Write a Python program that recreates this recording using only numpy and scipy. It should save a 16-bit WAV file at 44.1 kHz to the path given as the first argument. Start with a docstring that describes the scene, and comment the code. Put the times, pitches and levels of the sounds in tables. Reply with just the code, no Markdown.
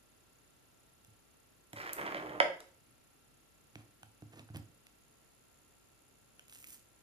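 """A small bare room, with a table to the right of a camera's stereo microphone. The plastic lid of a
small jar, just taken off, touches the table, scrapes along it in tiny slips and clacks down, ringing
briefly. Nearer the microphone, a hand shifts its grip on the hollow jar with soft bumps and nail ticks,
then fingertips rustle as they take up a brush. The room rings after each sound, and under it all
lie room air, microphone hiss and the faint whine of the camera's electronics."""
import sys
import numpy as np
from scipy import signal
from scipy.fft import rfft, irfft, next_fast_len
from scipy.io import wavfile

SR = 44100
rng = np.random.default_rng(int(sys.argv[2]) if len(sys.argv) > 2 else 0)


def generate_wav(signal):
    """Clip the signal to [-1, 1] and save it as 16-bit WAV at the path in sys.argv[1]."""
    frames = np.transpose(np.atleast_2d(signal))
    scaled = np.clip(frames, -1, 1) * 32767
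    pcm = np.round(scaled).astype(np.int16)
    wavfile.write(sys.argv[1], SR, pcm)


N = 309582

# room air and microphone hiss: (frequency [Hz], relative level [dB])
AIR_SPECTRUM = [(15, -21), (25, -11.5), (114, 1.5), (184, -3.5), (260, -2), (1100, -11.5), (1320, -10.5),
                (1430, -12), (2190, -13.5), (2640, -14), (5860, -18.5), (7070, -21), (8980, -20),
                (10500, -18), (14500, -20.5)]
# stereo image of that air: (frequency [Hz], left-right likeness [-1 to 1])
AIR_LIKENESS = [(60, 0.44), (150, 0.23), (600, 0)]
# steady tones of the electronics: (frequency [Hz], level [dB])
ELECTRONIC_TONES = [(49.5, -82.5), (1359.5, -85), (2719, -88.5), (10894, -103)]
# the room's decay: (frequency [Hz], time to fall 60 dB [s])
ROOM_DECAY = [(100, 0.32), (300, 0.58), (600, 0.38), (2000, 0.4), (5000, 0.37), (13000, 0.37)]
# colour of the room's tail: (frequency [Hz], gain [dB])
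ROOM_SPECTRUM = [(100, 4), (300, -.5), (600, 0), (1000, -4), (2100, -5), (3200, -5), (5000, -1.5),
                 (13000, -6.5)]
# stereo image of the tail: (frequency [Hz], left-right likeness [-1 to 1])
ROOM_LIKENESS = [(100, 0.845), (300, 0.91), (630, 0.61), (1370, -.05), (3000, 0.0092)]

# skin rubs on the jar: (start [s], length [s], relative level [dB])
GRIP_STROKES = [(3.77, 0.031, -71), (4.315, 0.082, -66.5), (4.535, 0.024, -62.5)]
# colour of that rubbing: (frequency [Hz], relative level [dB])
GRIP_SPECTRUM = [(150, -48), (250, 3), (485, -11), (693, -8.5), (2500, -15.5), (3310, -21.5), (11000, -28),
                 (14500, -31)]
# fingertips take up the brush: (start [s], length [s], relative level [dB])
FINGER_STROKES = [(6.495, 0.155, -64), (6.665, 0.083, -58)]
# colour of their rustle: (frequency [Hz], relative level [dB])
FINGER_SPECTRUM = [(100, -32), (290, 9), (500, -17), (2000, 0), (4000, -5.5), (6500, 1.5), (8000, 7),
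                   (11000, 2.5), (13500, 13), (16000, -15)]
# flesh bumps the jar and a nail ticks with it:
# (time [s], bump level [dB], bump tilt [dB/octave], nail level [dB], nail tilt [dB/octave])
GRIP_BUMPS = [(1.079, -57.5, -8, -70, 0), (1.732, -42.5, 6.5, -45, -2), (3.7558, -42.5, 5.5, -36, -2.5),
              (4.0316, -54, -1, -38.5, 3), (4.222, -41.5, 4, -47, 3), (4.335, -50, 5, -55, -2),
              (4.394, -45, 4, -40.5, -0.5), (4.501, -42, -2, -57, -4), (4.547, -38, 3.5, -43, -3),
              (4.5597, -35.5, 1.5, -33.5, 0.5)]
# modes of a bump's thud: (frequency [Hz], relative level [dB], time to fall 60 dB [s])
THUD_MODES = [(77, -8, 0.07), (110.2, 0.5, 0.16), (186, 0.5, 0.034), (235, -5, 0.044), (297.4, -6, 0.072),
              (440, -9.5, 0.014), (705, -18.5, 0.027)]
# modes of the hollow jar: (frequency [Hz], relative level [dB], time to fall 60 dB [s])
JAR_MODES = [(770, 8.5, 0.014), (1495, 7, 0.018), (3080, 0, .008)]
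# a nail taps the jar: (time [s], level [dB], tilt [dB/octave])
JAR_TAPS = [(4.0318, -41, 1), (4.489, -48, 3), (6.3945, -45.5, 13)]
# nails click on their own, close to the microphone: (time [s], level [dB], tilt [dB/octave])
NAIL_CLICKS = [(1.048, -42.5, 5), (4.5705, -32, 7.5), (4.8684, -41, 1), (6.3945, -40, 5),
               (6.4975, -40, 4.5), (6.5255, -36, 0.5), (6.557, -40, 0.5), (6.6425, -38, -2),
               (6.672, -36.5, 9)]
# colour of nail clicks and catching skin: (frequency [Hz], relative level [dB])
CLICK_SPECTRUM = [(100, -34), (400, -4), (800, 1.5), (1500, 4.5), (2500, 16), (4500, 1), (6500, 3.5),
                  (9000, 0), (13000, -3), (16000, -15.5)]

# the lid is pushed lightly, then firmly, each layer at a relative level:
# (start [s], length [s], judder [dB], chatter [dB], hiss [dB])
LID_PUSHES = [(1.756, 0.11, -52.5, -47.5, -61.5), (1.965, 0.43, -45, -48, -68.5)]
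# the lid juddering on the table: (frequency [Hz], relative level [dB])
JUDDER_SPECTRUM = [(40, -32), (80, -20.5), (115, -12), (170, -10), (250, -8), (330, -0.5), (420, -1.5),
                   (520, -4), (700, -4.5), (950, -4), (1300, -8.5), (2500, -40.5)]
# its rim chattering: (frequency [Hz], relative level [dB])
CHATTER_SPECTRUM = [(400, -32.5), (900, -1.5), (1300, 7), (1650, 5.5), (2000, 5), (2600, -2.5), (3200, -10),
                    (3900, -18), (6000, -47.5)]
# the fine surface texture hissing: (frequency [Hz], relative level [dB])
HISS_SPECTRUM = [(1500, -10.5), (3500, -2), (5000, -1.5), (8000, -10), (12000, -12), (15000, -7.5)]
# the lid's hard edge ticks: (time [s], level [dB], tilt [dB/octave])
EDGE_TICKS = [(1.7315, -32.5, -6), (1.9322, -19.5, 2), (1.9412, -36, 6), (2.604, -34, -10)]
# colour of those ticks: (frequency [Hz], relative level [dB])
EDGE_SPECTRUM = [(100, -48), (800, -24), (3000, -11.5), (5300, -7), (6800, -4.5), (9000, -0.5), (13000, 2),
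                 (16000, -5)]
# the rim knocks on the table, then clacks down: (time [s], level [dB], tilt [dB/octave])
LID_KNOCKS = [(1.7312, -38, -2), (1.765, -40, 2.5), (1.893, -31.5, 0.5), (1.9845, -35.5, -2.5),
              (2.064, -31.5, -2), (2.146, -25.5, -1.5), (2.4017, -7.5, -1.5)]
# modes of the lid on the table: (frequency [Hz], relative level [dB], time to fall 60 dB [s])
LID_MODES = [(340, -17.5, 0.013), (536, -7.5, 0.05), (604, -6.5, 0.046), (703, -7, 0.045),
             (948, -5.5, 0.066), (1311, -7.5, 0.049), (1585, -1, 0.028), (1997, 8, 0.014),
             (2287, -4.5, 0.02), (3045, -4, 0.024), (3337, -10, 0.011)]
# the snap of the rim's contact: (frequency [Hz], relative level [dB])
SNAP_SPECTRUM = [(40, -45), (200, -21), (700, -1.5), (2300, 7.5), (3300, 9.5), (4300, 1), (5200, -2.5),
                 (6500, -3.5), (8000, -13.5), (10000, -8), (15000, -31.5)]


def amp(db):
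    """Decibels as a gain."""
    return 10 ** (np.asarray(db) / 20)


def unit(x):
    """x scaled to rms 1."""
    return x / np.sqrt(np.mean(x ** 2) + 1e-20)


def along(points, hz):
    """A curve through (frequency, value) points on a log axis."""
    freqs, values = np.transpose(points)
    return np.interp(np.log(hz + 1), np.log(freqs + 1), values)


def filtered(x, response):
    """x times a complex response of frequency."""
    n = x.shape[-1]
    size = next_fast_len(n + SR // 2)
    return irfft(rfft(x, size) * response(np.fft.rfftfreq(size, 1 / SR)), size)[..., :n]


def impulse(spectrum, tilt_db=0, size=2048):
    """The shortest causal pulse with this spectrum, tilted per octave above 500 Hz."""
    hz = np.fft.rfftfreq(size, 1 / SR)
    octaves = np.log2(np.maximum(hz, 500) / 500)
    cepstrum = irfft(np.log(amp(along(spectrum, hz) + tilt_db * octaves)))
    cepstrum[1:size // 2] *= 2
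    cepstrum[size // 2 + 1:] = 0
    return irfft(np.exp(rfft(cepstrum)))


def ring(modes, tilt_db):
    """Damped modes of alternating sign; a harder blow tilts them upward."""
    t = np.arange(SR // 4) / SR
    return sum((-1) ** k * amp(db + tilt_db * np.log2(hz) - 60 * t / t60) * np.sin(2 * np.pi * hz * t)
               for k, (hz, db, t60) in enumerate(modes))


def crack(spectrum, tilt_db, grit, decay_s):
    """A sharp contact and a few milliseconds of dense plastic ringing."""
    t = np.arange(SR // 20) / SR
    contact = grit * rng.standard_normal(len(t)) * np.exp(-t / decay_s)
    contact[0] = 1
    return np.convolve(contact, impulse(spectrum, tilt_db))


def strikes(rows, sound):
    """sound(tilt) placed at each row's time and peak level."""
    track = np.zeros(N + SR)
    for time_s, db, tilt_db in rows:
        hit = sound(tilt_db)
        track[round(time_s * SR):][:len(hit)] += amp(db) * hit / np.abs(hit).max()
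    return track[:N]


def scattered(start_s, end_s, per_second, db, tilt_db, spread_db, sag_db_per_s=0, count=40):
    """Small uneven contacts, as rows of (time [s], level [dB], tilt [dB/octave])."""
    jitter, strength = rng.random((count, 2)).T
    t = (np.arange(count) + jitter) / per_second
    levels = db + spread_db * (2 * strength - 1) - sag_db_per_s * t
    return [(s, level, tilt_db) for s, level in zip(start_s + t, levels) if s < end_s]


def slips(spectrum, per_second, spread_db):
    """Friction of rms 1: tiny slips of uneven size, each ringing with the spectrum."""
    sizes = amp(spread_db * np.clip(rng.standard_normal(N), -2, 2)) * rng.choice([-1, 1], N)
    slipping = rng.random(N) < per_second / SR
    return unit(signal.fftconvolve(sizes * slipping, impulse(spectrum))[:N])


def stroke(start_s, length_s, attack_s, release_s):
    """One gain per sample: a straight rise, a hold, and a dying release."""
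    t = np.arange(N) / SR - start_s
    return np.clip(t / attack_s, 0, 1) * np.exp(-np.maximum(t - length_s, 0) / release_s)


def paired(noises, likeness):
    """Two unrelated noises become left and right with the given likeness."""
    turn = lambda hz: np.arccos(np.clip(along(likeness, hz), -1, 1)) / 2
    mid, side = filtered(noises, lambda hz: np.array([np.cos(turn(hz)), np.sin(turn(hz))]))
    return np.array([mid + side, mid - side])


def from_right(x, lag_ms, shade_db):
    """The microphone's left port hears a source on the right later and weaker."""
    left = filtered(x, lambda hz: np.exp(-2j * np.pi * hz * lag_ms / 1000))
    return np.array([left * amp(-shade_db / 2), x * amp(shade_db / 2)])


def room_tone():
    """Room air and microphone hiss, partly alike on both sides in the bass."""
    noise = paired(rng.standard_normal((2, N)), AIR_LIKENESS)
    return amp(-67) * unit(filtered(noise, lambda hz: amp(along(AIR_SPECTRUM, hz))))


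def buzz(centre_hz, width_hz, pulses, sharpness):
    """A narrow band of electronic hiss that swells once per counted pulse."""
    band = filtered(rng.standard_normal((2, N)), lambda hz: np.exp(-((hz - centre_hz) / width_hz) ** 2))
    return unit(band * np.exp(sharpness * np.cos(2 * np.pi * pulses)))


def electronics(pulse_hz=33.5, frame_hz=29.9, quicken_s=5.0):
    """The camera's tones, frame-rate buzz and a whine that pulses twice as fast from quicken_s on."""
    t = np.arange(N) / SR
    tones = sum(amp(db) * np.sqrt(2) * np.sin(2 * np.pi * hz * t) for hz, db in ELECTRONIC_TONES)
    pulses = pulse_hz * (t + np.maximum(t - quicken_s, 0))
    whine = amp(-79.5) * buzz(6960, 550, pulses, sharpness=2.5)
    whine += amp(-85.5) * buzz(10300, 700, pulses, sharpness=1.2)
    whine *= amp(2.5 * (t > quicken_s))
    frame_buzz = amp(-78) * buzz(10900, 110, frame_hz * t, sharpness=0.93)
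    return tones + whine + frame_buzz


def room(x, build_s):
    """The bare room's diffuse tail builds up, each frequency dying at its own speed."""
    hz, t, noise = signal.stft(rng.standard_normal((2, SR * 2 // 3)), SR, nperseg=256)
    fade = amp(-60 * t / along(ROOM_DECAY, hz)[:, None]) * (1 - np.exp(-(t / build_s) ** 2))
    energy = np.sum(fade ** 2, axis=1, keepdims=True) * t[1] * SR
    fade *= amp(along(ROOM_SPECTRUM, hz))[:, None] / np.sqrt(energy)
    tail = paired(signal.istft(noise * fade, SR, nperseg=256)[1], ROOM_LIKENESS)
    return signal.fftconvolve(x[None], tail, axes=1)[:, :N]


def wall_echo(x, delay_ms, dull_hz):
    """A near wall sends back a late copy without its treble."""
    return filtered(x, lambda hz: np.exp(-2j * np.pi * hz * delay_ms / 1000) / (1 + (hz / dull_hz) ** 2))


def rubs(rows, attack_s, release_s):
    """The gain of several strokes, each at its own level."""
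    return sum(amp(db) * stroke(s, length_s, attack_s, release_s) for s, length_s, db in rows)


def skin():
    """Skin slips on the jar; later the fingertips rustle on the brush."""
    grip = amp(9) * slips(GRIP_SPECTRUM, per_second=1500, spread_db=3)
    grip *= rubs(GRIP_STROKES, attack_s=0.018, release_s=0.026)
    rustle = amp(3.5) * slips(FINGER_SPECTRUM, per_second=1800, spread_db=4.5)
    rustle *= rubs(FINGER_STROKES, attack_s=0.021, release_s=0.015)
    return grip + rustle


def skin_crackle():
    """Dry skin catches in tiny ticks as the fingers take up the brush."""
    catches = scattered(start_s=6.475, end_s=6.805, per_second=83, db=-42, tilt_db=7, spread_db=6)
    return strikes(catches, lambda tilt: crack(CLICK_SPECTRUM, tilt, grit=0.16, decay_s=0.00097))


def hand_on_jar(jolt_db=-13.5, jolt_tilt_db=-1):
    """Flesh thuds and nails click; nail taps ring the hollow jar, and so does each bump, softly."""
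    bumps = [(s, db, tilt) for s, db, tilt, _, _ in GRIP_BUMPS]
    clicks = [(s, db, tilt) for s, _, _, db, tilt in GRIP_BUMPS]
    jolts = [(s, db + jolt_db, jolt_tilt_db) for s, db, _ in bumps]
    thuds = strikes(bumps, lambda tilt: ring(THUD_MODES, tilt))
    jar = strikes(list(JAR_TAPS) + jolts, lambda tilt: ring(JAR_MODES, tilt))
    nails = strikes(list(NAIL_CLICKS) + clicks,
                    lambda tilt: crack(CLICK_SPECTRUM, tilt, grit=0.2, decay_s=0.0013))
    return thuds + jar + nails


def pushes(full_speed_s=0.17):
    """Gains of judder, chatter and hiss; as the lid slows, chatter fades first and judder last."""
    sag_db_per_s = np.array([[11.5], [51], [40]])
    gains = np.zeros((3, N))
    for start_s, length_s, *levels in LID_PUSHES:
        slowing_s = np.maximum(np.arange(N) / SR - start_s - full_speed_s, 0)
        push = stroke(start_s, length_s, attack_s=0.012, release_s=0.068)
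        gains += amp(np.array(levels)[:, None] - sag_db_per_s * slowing_s) * push
    return gains


def lid_scrape():
    """The sliding lid judders on the table top, its rim chatters, and the fine texture hisses."""
    judder, chatter, hiss = pushes()
    judder *= amp(-0.5) * slips(JUDDER_SPECTRUM, per_second=1100, spread_db=-0.5)
    chatter *= amp(3) * slips(CHATTER_SPECTRUM, per_second=400, spread_db=4)
    hiss *= amp(3) * slips(HISS_SPECTRUM, per_second=1500, spread_db=3.5)
    return judder + chatter + hiss


def lid_ticks():
    """The lid's hard edge makes short, sharp contacts."""
    return strikes(EDGE_TICKS, lambda tilt: crack(EDGE_SPECTRUM, tilt, grit=0.22, decay_s=0.002))


def clack(tilt_db):
    """One knock: the lid's modes ring under a short snap."""
    body = ring(LID_MODES, tilt_db)
    snap = crack(SNAP_SPECTRUM, tilt_db, grit=0.14, decay_s=0.0016)
    body[:len(snap)] += amp(-4.5) * np.abs(body).max() * snap / np.abs(snap).max()
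    return body


def lid_clacks(bass_hz=120):
    """The rim knocks, rattles during the firm push and lands; so small a body radiates little bass."""
    rattle = scattered(start_s=2.01, end_s=2.39, per_second=25, db=-33, tilt_db=3.5,
                       spread_db=4, sag_db_per_s=27)
    knocks = strikes(list(LID_KNOCKS) + rattle, clack)
    direct = filtered(knocks, lambda hz: (1j * hz / (bass_hz + 1j * hz)) ** 2)
    return direct + amp(-2.5) * wall_echo(direct, delay_ms=11, dull_hz=1000)


def scene():
    """Lid and hands are right of the microphone; the hands are nearer and drier."""
    lid = lid_scrape() + lid_clacks()
    ticks = lid_ticks()
    hands = skin_crackle() + hand_on_jar() + skin()
    direct = from_right(lid + ticks, lag_ms=0.28, shade_db=3)
    direct += from_right(hands, lag_ms=0.2, shade_db=2.6)
    lid_room = room(lid, build_s=0.006) + room(ticks, build_s=0.005)
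    hand_room = amp(-4.5) * room(hands, build_s=0.008)
    reflections = (lid_room + hand_room) * amp([[-0.8], [0.8]])  # the nearest surfaces lie right too
    return direct + reflections + room_tone() + electronics()


def record(dry):
    """The camera keeps nothing above its band limit."""
    limit_hz = 14750
    return filtered(dry, lambda hz: 1 / (1 + (hz / limit_hz) ** 120))


dry = scene()
out = record(dry)
generate_wav(out)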